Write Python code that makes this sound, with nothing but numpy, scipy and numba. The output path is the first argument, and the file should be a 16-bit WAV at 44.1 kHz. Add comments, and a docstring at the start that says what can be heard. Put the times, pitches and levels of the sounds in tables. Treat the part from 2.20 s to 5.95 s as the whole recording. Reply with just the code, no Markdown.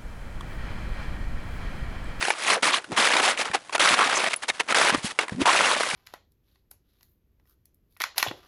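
"""Boots and ski poles cross crusted snow on a frozen lake, heard from a camera worn by the walker.
Crunches are streams of tiny decaying fractures in quick clumps, shaped band by band by each step or scuff.
Slabs rasp and groan as moving resonances driven by friction noise; single plates snap as clustered rings
with splinter noise. Soft thuds are damped tones with rumble, a few metal clinks are high modes, and
a faint hiss is flickering noise. The open ice gives no echo."""
import sys
import numpy as np
from scipy import signal
from scipy.fft import rfft, irfft
from scipy.io import wavfile
from scipy.ndimage import uniform_filter1d
from numba import njit

SR = 44100
rng = np.random.default_rng(int(sys.argv[2]) if len(sys.argv) > 2 else 0)


def store_wav(level_fs):
    """Save 16-bit WAV to argv[1]."""
    pcm = np.round(np.clip(np.atleast_2d(level_fs), -1, 1) * 32767)
    wavfile.write(sys.argv[1], SR, pcm.T.astype(np.int16))


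N = 165375  # 3.75 s
PEAK_WINDOW_S = .005  # reference length for the level of a short hit
THIN_HZ = 110  # breaking snow has no weight below this
PIVOT_HZ, BRIGHT_PER_OCTAVE = 1400, .45  # spectral tilt: pivot, dB/octave per dB of brightness
FINE_STOPS_FIRST = .25  # release exponent: fine fractures die sooner than coarse ones
SCUFF_HOLD_S, SAG_DB = .008, -1.5  # sag: the load eases over the hold
OWN_SHARE = .45  # exponent of each band's own clumps against the common ones
CLUMPS_PER_S, CLUMP_DECAY_S, CLUMP_SPREAD_DB, CLUMP_BED = 125, .004, 4.8, .6
RASP_WIDTH = .42  # width of each of two resonator passes over centre pitch
SNAP_T60_S, SPLINTER_T60_S, SPLINTER_DB, SNAP_TRIM_DB = .026, .02, -3, -.5
THUD_T60_S, RUMBLE_T60_S, THUD_RISE_S, KNOCK_TRIM_DB, RUMBLE_DB = .04, .07, .0022, -.5, -5
AIR_DB = -49
TOP_HZ = 10950


def undb(db):
    """Decibels to gain."""
    return 10 ** (np.asarray(db) / 20)


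def unit(x):
    """Scale to rms 1."""
    return x / np.sqrt(np.mean(x ** 2))


def hit(x, db):
    """Scale a short sound to the energy of db held for the peak window."""
    return x * undb(db) * np.sqrt(PEAK_WINDOW_S * SR / np.sum(x ** 2))


def add(out, start_s, x):
    """Mix x into out at start_s."""
    i = int(np.clip(start_s * SR, 0, N - 1))
    out[i:i + len(x)] += x[:N - i]


def ring(t, hz, t60):
    """One exponentially dying sine mode."""
    return np.sin(2 * np.pi * hz * t) * decay(t, t60)


def decay(t, t60):
    """Exponential envelope, -60 dB at t60."""
    return np.exp(-np.log(1000) * t / t60)


def colour(x, points, size=2048):
    """Minimum-phase filter through (f/Hz, level/dB) points."""
    hz, db = np.array(points, float).T
    f = np.maximum(np.arange(size // 2 + 1) * SR / size, 1)
    cepstrum = irfft(np.log(undb(np.interp(np.log(f), np.log(hz), db))))
    cepstrum[1:size // 2] *= 2  # fold to causal
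    cepstrum[size // 2 + 1:] = 0
    return signal.fftconvolve(x, irfft(np.exp(rfft(cepstrum))))[:len(x)]


def below(x, hz):
    """Zero-phase low-pass."""
    return signal.sosfiltfilt(signal.butter(2, min(hz, SR / 2 - 1), fs=SR, output="sos"), x)


def thin(x, hz):
    """Third-order high-pass."""
    return signal.sosfilt(signal.butter(3, hz, "high", fs=SR, output="sos"), x)


def grains(lo_hz, hi_hz, cycles, spread_db, count, size=400):
    """Stream of fractures, each ringing a few cycles at its own pitch and size; scaled by bandwidth."""
    pitch, rarity, sign, jitter = rng.random((count, 4)).T
    hz = (lo_hz + (hi_hz - lo_hz) * pitch)[:, None]
    size_db = -spread_db * np.log(np.maximum(rarity, np.exp(-4)))  # few large, many small
    strength = undb(size_db) * np.sign(sign - .5)
    waves = strength[:, None] * np.sqrt(hz) * ring(np.arange(size) / SR, hz, cycles / hz)
    starts = ((np.arange(count) + jitter) / count * N).astype(int)
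    at = starts[:, None] + np.arange(size)
    stream = np.bincount(at.ravel(), waves.ravel())[:N]
    return unit(stream) * np.sqrt(2 * (hi_hz - lo_hz) / SR)


def clumps(count=1200):
    """Gain of crust giving way in fits: each starts at once and dies in a few milliseconds."""
    jitter, size = rng.random(count), rng.standard_normal(count)
    at = ((np.arange(count) + jitter) / CLUMPS_PER_S * SR).astype(int)
    inside = at < N
    kicks = np.zeros(N)
    kicks[at[inside]] = undb(CLUMP_SPREAD_DB * np.clip(size, -2, 2))[inside]
    fits = CLUMP_BED + signal.lfilter([1], [1, -np.exp(-1 / (CLUMP_DECAY_S * SR))], kicks)
    return fits / np.sqrt(uniform_filter1d(fits ** 2, size=2600))  # level the slow power


def step_gain(age, hz, attack, hold, release, db, bright_db):
    """Load of one step on one size class: linear rise, sagging hold, fall in dB."""
    fade = release * (PIVOT_HZ / hz) ** FINE_STOPS_FIRST
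    tilt_db = bright_db * BRIGHT_PER_OCTAVE * np.log2(hz / PIVOT_HZ)
    sag_db = SAG_DB * np.clip((age - attack) / hold, 0, 1)
    fall_db = -20 * np.clip((age - attack - hold) / fade, 0, 10)
    return np.minimum(age / attack, 1) * undb(db + tilt_db + sag_db + fall_db)


def crunches():
    """Fractures follow the load of each step; each size class breaks partly with the others, partly alone."""
    # boot crushes crust: start/s, attack/s, hold/s, release to -20 dB at pivot/s,
    # level at pivot/dB, brightness/dB
    boot_steps = [ (0, .012, .11, .05, -27.5, 2), (.13, .11, .02, .05, -29, 3),
                  (.245, .048, .05, .05, -18, 1), (.423, .008, .061, .06, -18.5, 1.5),
                  (.51, .028, .035, .04, -23.5, 2), (.76, .017, .10, .09, -18, 1),
                  (.89, .025, .085, .05, -20, -.5), (1.014, .015, .08, .06, -19.5, 2),
                  (1.168, .029, .024, .04, -23, 2.5), (1.594, .003, .148, .025, -18, 2),
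                  (1.745, .04, .09, .035, -20, -1.5), (1.875, .021, .19, .01, -23, -1),
                  (2.544, .003, .155, .03, -18.3, 1), (2.988, .004, .037, .04, -26, -1),
                  (3.254, .003, .28, .09, -19.5, .5), (3.562, .018, .17, .3, -27, 3)]
    # sole or pole tip scuffs: start/s, attack/s, release to -20 dB at pivot/s,
    # level at pivot/dB, brightness/dB
    brief_scuffs = [ (.722, .003, 0.1, -29.5, -5.5), (1.24, 0.017, .08, -28.5, -0.5),
                    (1.332, .015, .025, -20, 0.5), (1.524, .004, 0.05, -27, 1),
                    (1.546, .005, 0.01, -17, -1), (2.09, 0.019, 0.06, -29.5, 3),
                    (2.130, 0.0047, 0, -22, 2.5), (2.219, .012, .025, -29, 3),
                    (2.279, .012, 0.0142, -20, 3), (2.32, .03, 0.1, -41, 3),
                    (2.394, 0.0057, .015, -19.5, 1), (2.475, 0.036, 0.03, -20, -1),
                    (2.707, .04, 0.0149, -21, -4.5), (2.76, 0.017, .07, -33.5, 4),
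                    (2.82, .043, 0.05, -29.5, 8), (2.88, 0.033, 0, -33, 3), (3.105, 0.019, 0.03, -40.5, 1),
                    (3.193, .024, .04, -25, 1)]
    # crust spectrum: f/Hz, level per Hz/dB
    crust_points = [(60, -34), (130, -23), (240, -11), (600, -3.3), (1050, -.5), (2200, -1.8), (4500, -10),
                    (7000, -15.5), (10800, -17.5)]
    scuffs = [(s, attack, SCUFF_HOLD_S, release, db, bright)
              for s, attack, release, db, bright in brief_scuffs]
    steps = list(boot_steps) + scuffs
    coarse = grains(102, 3180, cycles=16, spread_db=3.1, count=4800, size=1200)
    fine = grains(3180, 11500, cycles=30, spread_db=2.2, count=14000, size=300)
    dust = undb(-4) * rng.standard_normal(N)
    rest = unit(colour(coarse + fine + dust, crust_points))
    age = np.arange(SR // 2) / SR
    out, together = np.zeros(N), clumps()
    for hz in 350 * 2. ** np.arange(6):  # octave bands, split off from the bottom up
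        band = below(rest, hz * np.sqrt(2)) if hz < SR / 4 else rest
        rest = rest - band
        power = np.zeros(N)
        for start, *shape in steps:
            add(power, start, step_gain(age, hz, *shape) ** 2)
        out += band * np.sqrt(power) * together ** (1 - OWN_SHARE) * clumps() ** OWN_SHARE
    return thin(out, THIN_HZ)


@njit
def resonate(x, hz, width):
    """State-variable band-pass whose centre moves; width is a share of the centre."""
    y = np.empty(len(x))
    b = l = 0.
    for i in range(len(x)):
        g = np.tan(np.pi * hz[i] / SR)
        v = (b + g * (x[i] - l)) / (1 + g * (g + width))
        b, l, y[i] = 2 * v - b, l + 2 * g * v, v
    return y


def rasps():
    """Sole grinds on a slab: fits of friction drive one gliding resonance that swells and dies."""
    # slab grinds: start/s, length/s, rms before swell/dB, first f/Hz, last f/Hz
    slab_grinds = [ (.325, .075, -28, 1000, 400), (.52, .045, -23, 3600, 3200), (.675, .075, -38, 220, 440),
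                   (1.02, .105, -25, 900, 700), (1.785, .065, -19, 1020, 1200),
                   (1.945, .045, -27, 6400, 6200), (3.158, .082, -27, 190, 340),
                   (3.25, .065, -17, 950, 1100)]
    out, friction = np.zeros(N), rng.standard_normal(N) * clumps()
    for start, length, db, first_hz, last_hz in slab_grinds:
        hz = np.geomspace(first_hz, last_hz, int(length * SR))
        drive = friction[int(start * SR):][:len(hz)]
        slab = resonate(resonate(drive, hz, RASP_WIDTH), hz, RASP_WIDTH)
        swell = np.sqrt(np.hanning(len(hz)))
        add(out, start, undb(db) * swell * unit(slab))
    return out


def snaps(size=3000, count=5):
    """A crust plate breaks: a cluster of short rings and a spray of splinter noise."""
    # plate snaps: t/s, level before trim and high-pass/dB, main ring f/Hz
    plate_snaps = [ (.026, -19.5, 1900), (.052, -24, 1710), (.083, -19, 800), (.104, -13.5, 1750),
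                   (.643, -34, 1490), (.719, -27, 850), (.776, -18.5, 1800), (.872, -18, 1890),
                   (.43, -17, 1410), (.968, -15.5, 2020), (1.001, -18, 1700), (1.659, -15, 1300),
                   (2.613, -17, 1350), (3.514, -19, 1500), (1.175, -26, 2820), (1.314, -29.5, 1800),
                   (1.347, -16.5, 750), (1.551, -18, 900), (1.495, -32, 1100), (1.580, -24, 1410),
                   (1.741, -17.5, 2000), (2.042, -21, 1610), (2.300, -18, 2120), (2.400, -18, 1900),
                   (1.793, -17, 1030), (2.524, -17, 1310), (2.696, -16.5, 1390), (2.703, -17, 1610),
                   (2.747, -17, 1200), (2.989, -13, 2200), (2.992, -20, 1200), (3.082, -29, 2020),
                   (3.095, -30, 1700), (3.257, -18, 1050), (3.277, -16.5, 1000), (3.607, -17.5, 1190),
                   (3.633, -22, 1600)]
    # splinter spectrum: f/Hz, level per Hz/dB
    splinter_points = [(120, -14), (450, -1), (2000, 0), (7000, -13)]
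    out, t = np.zeros(N), np.arange(size) / SR
    for s, db, hz in plate_snaps:
        plate = ring(t, hz, SNAP_T60_S)
        for gain, detune in rng.standard_normal((count, 2)):
            plate += 0.49 * gain * ring(t, hz * np.exp(0.402 * detune), SNAP_T60_S)
        spray = colour(rng.standard_normal(size) * decay(t, SPLINTER_T60_S), splinter_points)
        add(out, s, hit(hit(plate, 0) + hit(spray, SPLINTER_DB), db + SNAP_TRIM_DB))
    return thin(out, 2 * THIN_HZ)


def thuds(size=6000):
    """Boot and clothing: dull, heavily damped knocks with a little low noise rumble."""
    # soft thuds: t/s, level before knock trim and rumble offset/dB, knock f/Hz
    soft_thuds = [(.032, -35, 400), (.722, -31, 190), (1.30, -38, 170), (1.728, -31, 260),
                  (2.724, -30, 220), (2.746, -23, 310), (2.776, -34, 150), (2.844, -27, 200),
                  (3.121, -27, 190), (3.146, -33, 150), (3.215, -22, 290), (3.736, -35, 170)]
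    rumble_points = [(30, -24), (70, -2.5), (300, 0.5), (900, -23), (4000, -60)]  # f/Hz, level/dB
    out, t = np.zeros(N), np.arange(size) / SR
    for s, db, hz in soft_thuds:
        rumble = colour(rng.standard_normal(size) * decay(t, RUMBLE_T60_S), rumble_points)
        knock = ring(t, hz, THUD_T60_S) * (1 - np.exp(-t / THUD_RISE_S))
        add(out, s, hit(knock, db + KNOCK_TRIM_DB) + hit(rumble, db + RUMBLE_DB))
    return out


def clinks(size=5000):
    """Small metal parts touch and ring in a few high modes."""
    # gear contacts: t/s, level/dB
    gear_clinks = [(.07, -38), (.095, -33), (2.162, -27)]
    # modes of the metal: f/Hz, relative level/dB, t60/s
    metal_modes = [(8500, -9, .02), (10040, 1, .038), (10300, -6, .035)]
    out, t = np.zeros(N), np.arange(size) / SR
    metal = sum(undb(db) * ring(t, hz, t60) for hz, db, t60 in metal_modes)
    for s, db in gear_clinks:
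        add(out, s, hit(metal, db))
    return out


def air():
    """Faint hiss under the steps: coloured noise with a quick, restless flicker."""
    # hiss spectrum: f/Hz, level per Hz/dB
    air_points = [(30, -24), (100, -7), (1000, 0), (10800, -15)]
    hiss = colour(rng.standard_normal(N), air_points)
    return undb(AIR_DB) * unit(hiss * clumps())


def scene():
    """All sources, close and dry, one channel."""
    return (crunches() + rasps() + snaps() + thuds() + clinks() + air())[None]


def record(dry):
    """The camera rounds the highest peaks and steeply cuts the top."""
    soft = np.tanh(1.226 * dry) / 1.177
    return signal.sosfilt(signal.ellip(10, .2, 70, TOP_HZ, fs=SR, output="sos"), soft)


dry = scene()
out = record(dry)
store_wav(out)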